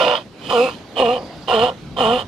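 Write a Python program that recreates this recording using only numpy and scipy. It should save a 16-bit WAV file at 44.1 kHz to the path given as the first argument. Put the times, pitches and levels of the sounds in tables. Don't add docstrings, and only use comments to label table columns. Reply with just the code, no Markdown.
import sys
import numpy as np
from scipy import signal
from scipy.fft import rfft, irfft, next_fast_len
from scipy.io import wavfile
from scipy.ndimage import uniform_filter1d

SR = 44100
rng = np.random.default_rng(int(sys.argv[2]) if len(sys.argv) > 2 else 0)


def to_wav(sig):
    pcm = np.clip(np.atleast_2d(sig), -1, 1) * 32767
    pcm = np.round(pcm).astype(np.int16)
    wavfile.write(sys.argv[1], SR, pcm.T)


N = 100195
T = np.arange(N) / SR

# time_s, pitch_hz, voice_db, rasp_db, mouth_resonance_hz, upper_throat_gain_db
BARK_CONTOURS = [
    [(0, 249.8, -12.5, -22.5, 2650, -9), (.03, 250.9, -17, -24.5, 3050, -6.5),
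     (.07, 249.5, -16, -24.5, 2740, -7.5), (.11, 248, -17.5, -25, 2900, -4),
     (.145, 245.5, -18.5, -27, 2930, 0), (.166, 240.2, -25, -23, 3200, -9.5),
     (.182, 243.3, -29.5, -35.5, 3180, 1), (.23, 242.6, -44.5, -48.5, 3080, -7)],
    [(.39, 248.7, -73, -58, 3000, 11), (.456, 248.5, -54, -37.5, 3080, 1),
     (.49, 264.5, -34, -36.5, 2930, -3), (.502, 268, -21.5, -27, 2920, 9),
     (.526, 261.8, -19, -28.5, 3070, 1), (.568, 228.2, -13.5, -29, 2870, 7.5),
     (.605, 241.1, -13, -28.5, 2630, -2.5), (.644, 265.3, -17, -28.5, 2540, 0),
     (.668, 246.2, -23, -31, 2600, 8), (.692, 239.5, -22.5, -33, 2620, -11),
     (.706, 249.3, -34, -40.5, 2830, 9), (.76, 231, -55, -47.5, 3240, 11)],
    [(.953, 264.5, -46, -43, 3020, 5), (.972, 265.3, -25, -30.5, 3030, 3),
     (.982, 261.7, -19, -26, 2990, 8.5), (1.001, 260.5, -14.5, -21.5, 2810, -6.5),
     (1.029, 248.8, -14.5, -30.5, 2870, 3.5), (1.061, 227.6, -17, -28.5, 2880, 10),
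     (1.075, 228.1, -14.5, -32, 2850, 6), (1.095, 239.4, -14, -30.5, 2730, 10.5),
     (1.139, 257.8, -20.5, -32.5, 2900, 3.5), (1.183, 236, -26, -38.5, 3000, 3),
     (1.195, 237.7, -28.5, -70, 2940, -3), (1.24, 240, -37.5, -74, 3000, -3)],
    [(1.474, 254, -29.5, -34.5, 3000, -7), (1.486, 245.1, -19.5, -28, 2980, -10),
     (1.506, 243.2, -19, -25.5, 2830, 0), (1.524, 251.2, -14.5, -27.5, 2840, -6.5),
     (1.554, 223.6, -15.5, -23.5, 2950, -5.5), (1.57, 216.3, -15, -29.5, 3000, 0.5),
     (1.6, 221, -16.5, -26.5, 2940, -0.5), (1.638, 248, -12, -25, 2820, -1.5),
     (1.672, 255, -20.5, -31, 3050, 0.5), (1.692, 254, -20, -31.5, 2970, 1),
     (1.744, 251, -44, -72, 2980, -11), (1.76, 250, -45, -65, 3000, -2)],
    [(1.963, 280, -24, -47, 3100, -2), (1.969, 278.1, -26.5, -34.5, 3200, -4),
     (1.999, 275.8, -17, -26, 3000, 2), (2.045, 214.7, -15, -25.5, 2950, 7),
     (2.091, 225.4, -14.5, -28.5, 3060, 5.5), (2.139, 250.7, -16, -27.5, 2880, 0.5),
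     (2.175, 251.8, -22, -31, 2880, -2.5), (2.203, 261, -27, -29, 3070, -1),
     (2.225, 270.6, -32.5, -38.5, 3000, 2), (2.263, 278, -53, -84, 3050, -1),
     (2.27, 274.6, -50, -75, 3050, 2)],
]
# start_s, end_s, hoarse_share
CLEAR_SPANS = [(.04, .13, .7), (.55, .655, .11), (1.04, 1.145, .17), (1.555, 1.65, .22), (2.025, 2.155, .2)]
# hiss_db, relative to the rasp
HISS_OFFSETS = [-27, -14.5, -19.5, -19, -17.5]
def bark(contour, clear_span, hiss_db, throat_db, stretch, mouth_db):
    times, pitch_hz, voice_db, rasp_db, mouth_hz, upper_db = np.transpose(contour)
    t = np.arange(times[0], times[-1], 1 / SR)
    pitch_hz = uniform_filter1d(np.interp(t, times, pitch_hz), 400)
    mouth_hz = uniform_filter1d(np.interp(t, times, mouth_hz), 800)
    upper_db = uniform_filter1d(np.interp(t, times, upper_db), 1500)
    clears, frays, share = clear_span
    turn_s, fade_s = .028, .003
    hoarse = np.interp(t, [clears - turn_s, clears, frays, frays + turn_s], [1, share, share, 1])
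    cycles = np.cumsum(pitch_hz) / SR
    wobble, air, turbulence = rng.standard_normal((3, len(t)))
    rough, puffs = hoarse_folds(cycles, hoarse, wobble, air)
    honk = throat(periodic_folds(cycles), throat_db, stretch, upper_db, bass_db=0)
    growl = throat(rough, throat_db, stretch, upper_db, bass_db=-4)
    voice = -np.sqrt(1 - hoarse) * honk - np.sqrt(hoarse) * growl
    rasp = mouth_rasp(rough + .5 * turbulence, mouth_hz, mouth_db)
    hiss = breath_hiss(puffs + turbulence)
    layers = [(voice, voice_db), (rasp, rasp_db), (hiss, rasp_db + hiss_db)]
    sound = sum(x * gain_of(np.interp(t, times, db)) for x, db in layers)
    since_onset = t - times[0] + (times[0] == 0)
    sound *= np.clip(np.minimum(since_onset, times[-1] - t) / fade_s, 0, 1)
    out, start = np.zeros(N), round(times[0] * SR)
    out[start:start + len(t)] = sound[:N - start]
    return out


def periodic_folds(cycles, tilt_db=-3.3, spread_rad=.2):
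    return sum(gain_of(tilt_db * k) * np.cos(2 * np.pi * k * cycles + spread_rad * k * k)
               for k in range(1, 8))


def hoarse_folds(cycles, hoarse, wobble, air, jitter_cycles=.13, weak_ratio=.4, breath_share=.42):
    phase = cycles + hoarse * jitter_cycles * unit_rms(smooth(wobble, 150))
    cycle = np.maximum.accumulate(np.floor(phase)).astype(int)
    shimmer = gain_of(2.5 * rng.standard_normal(200)[cycle % 200])
    strength = np.where(cycle % 2, weak_ratio ** hoarse, 1) * shimmer
    pulses = np.diff(cycle, prepend=cycle[0]) * strength
    puffs = (.27 + strength * np.exp(-(phase % 1) / .24)) * air
    rough = np.sqrt(1 - breath_share) * unit_rms(pulses) + np.sqrt(breath_share) * unit_rms(puffs)
    return rough, puffs


# centre_hz, width_hz
THROAT_FORMANTS = [(240, 390), (480, 149), (720, 196), (1020, 254), (1200, 167), (1380, 100)]
THROAT_GAINS = [(-56, 0, -3.5, -4.5, -9, -2.5), (-23, 0, -6, -6.5, -7.5, -9.5),
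                (-19, 0, -4.5, -12.5, -13, -32), (-20, 0, 4, 0, -6, -2), (-12.5, 0.33, 2, -2.5, -3.5, -5.5)]
THROAT_STRETCH = [1.25, 1.01, 1.01, 1.01, 1.01]
def throat(source, gains_db, stretch, upper_db, bass_db):
    out = 0
    for k, ((hz, width), db) in enumerate(zip(THROAT_FORMANTS, gains_db)):
        centre_hz = hz * stretch if k in (1, 2) else hz
        gain = gain_of(db + (k == 0) * bass_db + (k > 1) * upper_db)
        out += (-1) ** k * gain * formant(source, centre_hz, width)
    return unit_loudness(out)


# centre_hz, width_hz
MOUTH_FORMANTS = [(1800, 320), (2550, 170), (3500, 124), (4150, 135), (4900, 320)]
# gain_db of each, relative to the moving resonance
MOUTH_GAINS = [(-9, -5, -5, -14, -16), (-12, -4, -10, -12, -14), (-12, -4, -10, -13, -22),
               (-11, -10, -9, -12, -20), (-11, -10, -7, -14, -22)]
def mouth_rasp(source, moving_hz, gains_db, moving_width_hz=290):
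    formants = MOUTH_FORMANTS + [(moving_hz, moving_width_hz)]
    return unit_loudness(sum(gain_of(db) * resonate(resonate(source, hz, width), hz, 2 * width)
                             for (hz, width), db in zip(formants, gains_db + (0,))))


# frequency_hz, relative_db
HISS_SPECTRUM = [(4000, -36), (5000, -25.5), (6300, 10), (6800, 10.5), (8000, 9), (10000, 5), (12000, 0),
                 (14000, -19), (15500, -32)]
def breath_hiss(air):
    return unit_loudness(filtered(air, lambda hz: gain_of(curve_at(HISS_SPECTRUM, hz))))


# time_s, level_db
INHALE_LEVELS = [(1.17, -43), (1.21, -52), (1.32, -55), (1.44, -56), (1.47, -66)]
def inhale():
    times, db = np.transpose(INHALE_LEVELS)
    flutter = gain_of(4 * unit_rms(smooth(rng.standard_normal(N), 400)))
    whistle = formant(rng.standard_normal(N), hz=4750, width_hz=400)
    return unit_rms(whistle * flutter) * gain_of(np.interp(T, times, db, -120, -120))


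# frequency_hz, left_minus_right_db
DIRECT_BALANCE = [(60, 1), (250, 0), (400, -3), (650, -.5), (1050, -3), (1690, -6), (2730, -13),
                  (4400, -14), (6500, -6), (9000, -1), (12000, 7)]
# frequency_hz, left_lead_rad
DIRECT_PHASE = [(0, 0), (520, -.2), (860, -.9), (1550, -1.1), (1890, -1.4), (2150, -.3), (2500, 1),
                (2760, 0), (3190, .9), (3530, 0), (4300, -.6), (8000, -2)]
def direct_path(x):
    half = np.array([[.5], [-.5]])
    return filtered(np.array([x, x]), lambda hz: gain_of(half * curve_at(DIRECT_BALANCE, hz))
                    * np.exp(1j * half * curve_at(DIRECT_PHASE, hz)))


def rock_echoes(x, t60_s=.09, low_cut_hz=600):
    t = np.arange(6000) / SR
    taps = rng.choice([-1., 1.], (2, len(t))) * (rng.random((2, len(t))) < .05)
    taps *= gain_of(-60 * t / t60_s) * (t > .002)
    taps /= np.linalg.norm(taps, axis=1, keepdims=True)
    x = filtered(x, lambda hz: 1 / (1 + (low_cut_hz / (hz + 1)) ** 2))
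    return signal.fftconvolve(x[None], taps, axes=1)[:, :N]


# time_s, pitch_hz, gain_db
FAR_CONTOUR = [(1.2, 346, -55), (1.24, 303.6, -41), (1.32, 325, -42), (1.4, 306, -51), (1.43, 320, -70)]
def far_call():
    times, pitch_hz, gain_db = np.transpose(FAR_CONTOUR)
    hz, air = np.interp(T, times, pitch_hz), rng.standard_normal(N)
    tone = sum(gain_of(db) * unit_rms(formant(air, k * hz, width_hz))
               for k, db, width_hz in [(1, 3.5, 21), (2, 1, 360), (3, -12.5, 67)])
    return tone * gain_of(np.interp(T, times, gain_db, -120, -120))


# start_s, gain_db
TICK_EVENTS = [(1.3694, -49), (1.8582, -54), (2.21, -36)]
def ticks(decay_s=.002):
    out, t = np.zeros(N), np.arange(300) / SR
    for start_s, db in TICK_EVENTS:
        burst = rng.standard_normal(len(t)) * np.exp(-t / decay_s)
        out[round(start_s * SR):][:len(t)] += gain_of(db) * burst
    return filtered(out, lambda hz: 1 / (1 + (6000 / (hz + 1)) ** 6) / (1 + (hz / 12000) ** 4))


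# frequency_hz, relative_db
SHORE_SPECTRUM = [(28, -45), (45, -83), (62, 1), (166, 2.5), (300, -7), (500, -13.5), (800, -19.5),
                  (1320, -23.5), (2500, -28.5), (4000, -27.5), (5000, -32.5), (7000, -40.5), (8000, -44.5),
                  (12000, -48), (15000, -62)]
# time_s, surf_gain_db, wind_gain_db
SHORE_SWELLS = [(0, -21.5, -48.5), (.3, -42.5, -52.5), (.6, -27, -50.5), (.85, -38.5, -50),
                (1.099, -34, -47.5), (1.3, -36, -49.5), (1.6, -36, -44), (1.85, -37.5, -45),
                (2.05, -40, -38.5), (2.27, -37, -43)]
# frequency_hz, correlation
SHORE_COHERENCE = [(25, .5), (60, .8), (125, .97), (500, .85), (1500, .6), (4000, .4), (12000, .3)]
# frequency_hz, left_minus_right_db
SHORE_BALANCE = [(60, 1), (250, 0.5), (1000, -0.5), (2700, -8), (4400, -9.5), (8000, -8.5), (12000, 3)]
def surf_and_wind(crossover_hz=200, patch_db=2.03):
    frames, hz = N // 256 + 5, np.fft.rfftfreq(1024, 1 / SR)
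    t = np.arange(frames) * 256 / SR
    left_re, left_im, other_re, other_im, patches = rng.standard_normal((frames, len(hz), 5)).T
    left, other = left_re + 1j * left_im, other_re + 1j * other_im
    coherence = curve_at(SHORE_COHERENCE, hz)[:, None]
    right = coherence * left + np.sqrt(1 - coherence ** 2) * other
    patches = unit_rms(uniform_filter1d(uniform_filter1d(patches, 10, axis=0), 10, axis=1))
    times, surf_db, wind_db = np.transpose(SHORE_SWELLS)
    bass = 1 / (1 + (hz[:, None] / crossover_hz) ** 4)
    swell_db = bass * np.interp(t, times, wind_db) + (1 - bass) * np.interp(t, times, surf_db)
    side_db = np.outer([.5, -.5], curve_at(SHORE_BALANCE, hz))[..., None]
    db = curve_at(SHORE_SPECTRUM, hz)[:, None] + patch_db * patches + swell_db + side_db
    _, wash = signal.istft(np.array([left, right]) * gain_of(db), nperseg=1024, noverlap=768)
    return gain_of(28) / 32 * wash[:, :N]


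def resonate(x, hz, width_hz):
    carrier = np.exp(2j * np.pi * np.cumsum(hz * np.ones(len(x))) / SR)
    pole = np.exp(-np.pi * width_hz / SR)
    return 2 * (carrier * signal.lfilter([1 - pole], [1, -pole], x / carrier + 1e-18)).real


def formant(x, hz, width_hz):
    return resonate(resonate(x, hz, width_hz), hz, width_hz)


def filtered(x, response):
    size = next_fast_len(N + 4096)
    return irfft(rfft(x, size) * response(np.fft.rfftfreq(size, 1 / SR)), size)[..., :x.shape[-1]]


def curve_at(points, hz):
    knots_hz, values = np.transpose(points)
    return np.interp(np.log(hz + 1), np.log(knots_hz + 1), values)


def gain_of(db):
    return 10 ** (np.asarray(db) / 20)


def smooth(x, samples):
    return uniform_filter1d(uniform_filter1d(x, samples), samples)


def unit_rms(x):
    return x / np.sqrt(np.mean(x ** 2) + 1e-20)


def unit_loudness(x):
    return x / np.sqrt(abs(smooth(x ** 2, 1200)) + 1e-12)


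def scene():
    barks = zip(BARK_CONTOURS, CLEAR_SPANS, HISS_OFFSETS, THROAT_GAINS, THROAT_STRETCH, MOUTH_GAINS)
    sea_lion = sum(bark(*settings) for settings in barks) + inhale()
    echoes = gain_of(-9) * rock_echoes(sea_lion)
    return direct_path(sea_lion) + echoes + far_call() + ticks() + surf_and_wind()


def record(dry):
    low_pass = signal.firwin(255, cutoff=15300, window=("kaiser", 9), fs=SR)
    return signal.oaconvolve(dry, low_pass[None], "same")


dry = scene()
out = record(dry)
to_wav(out)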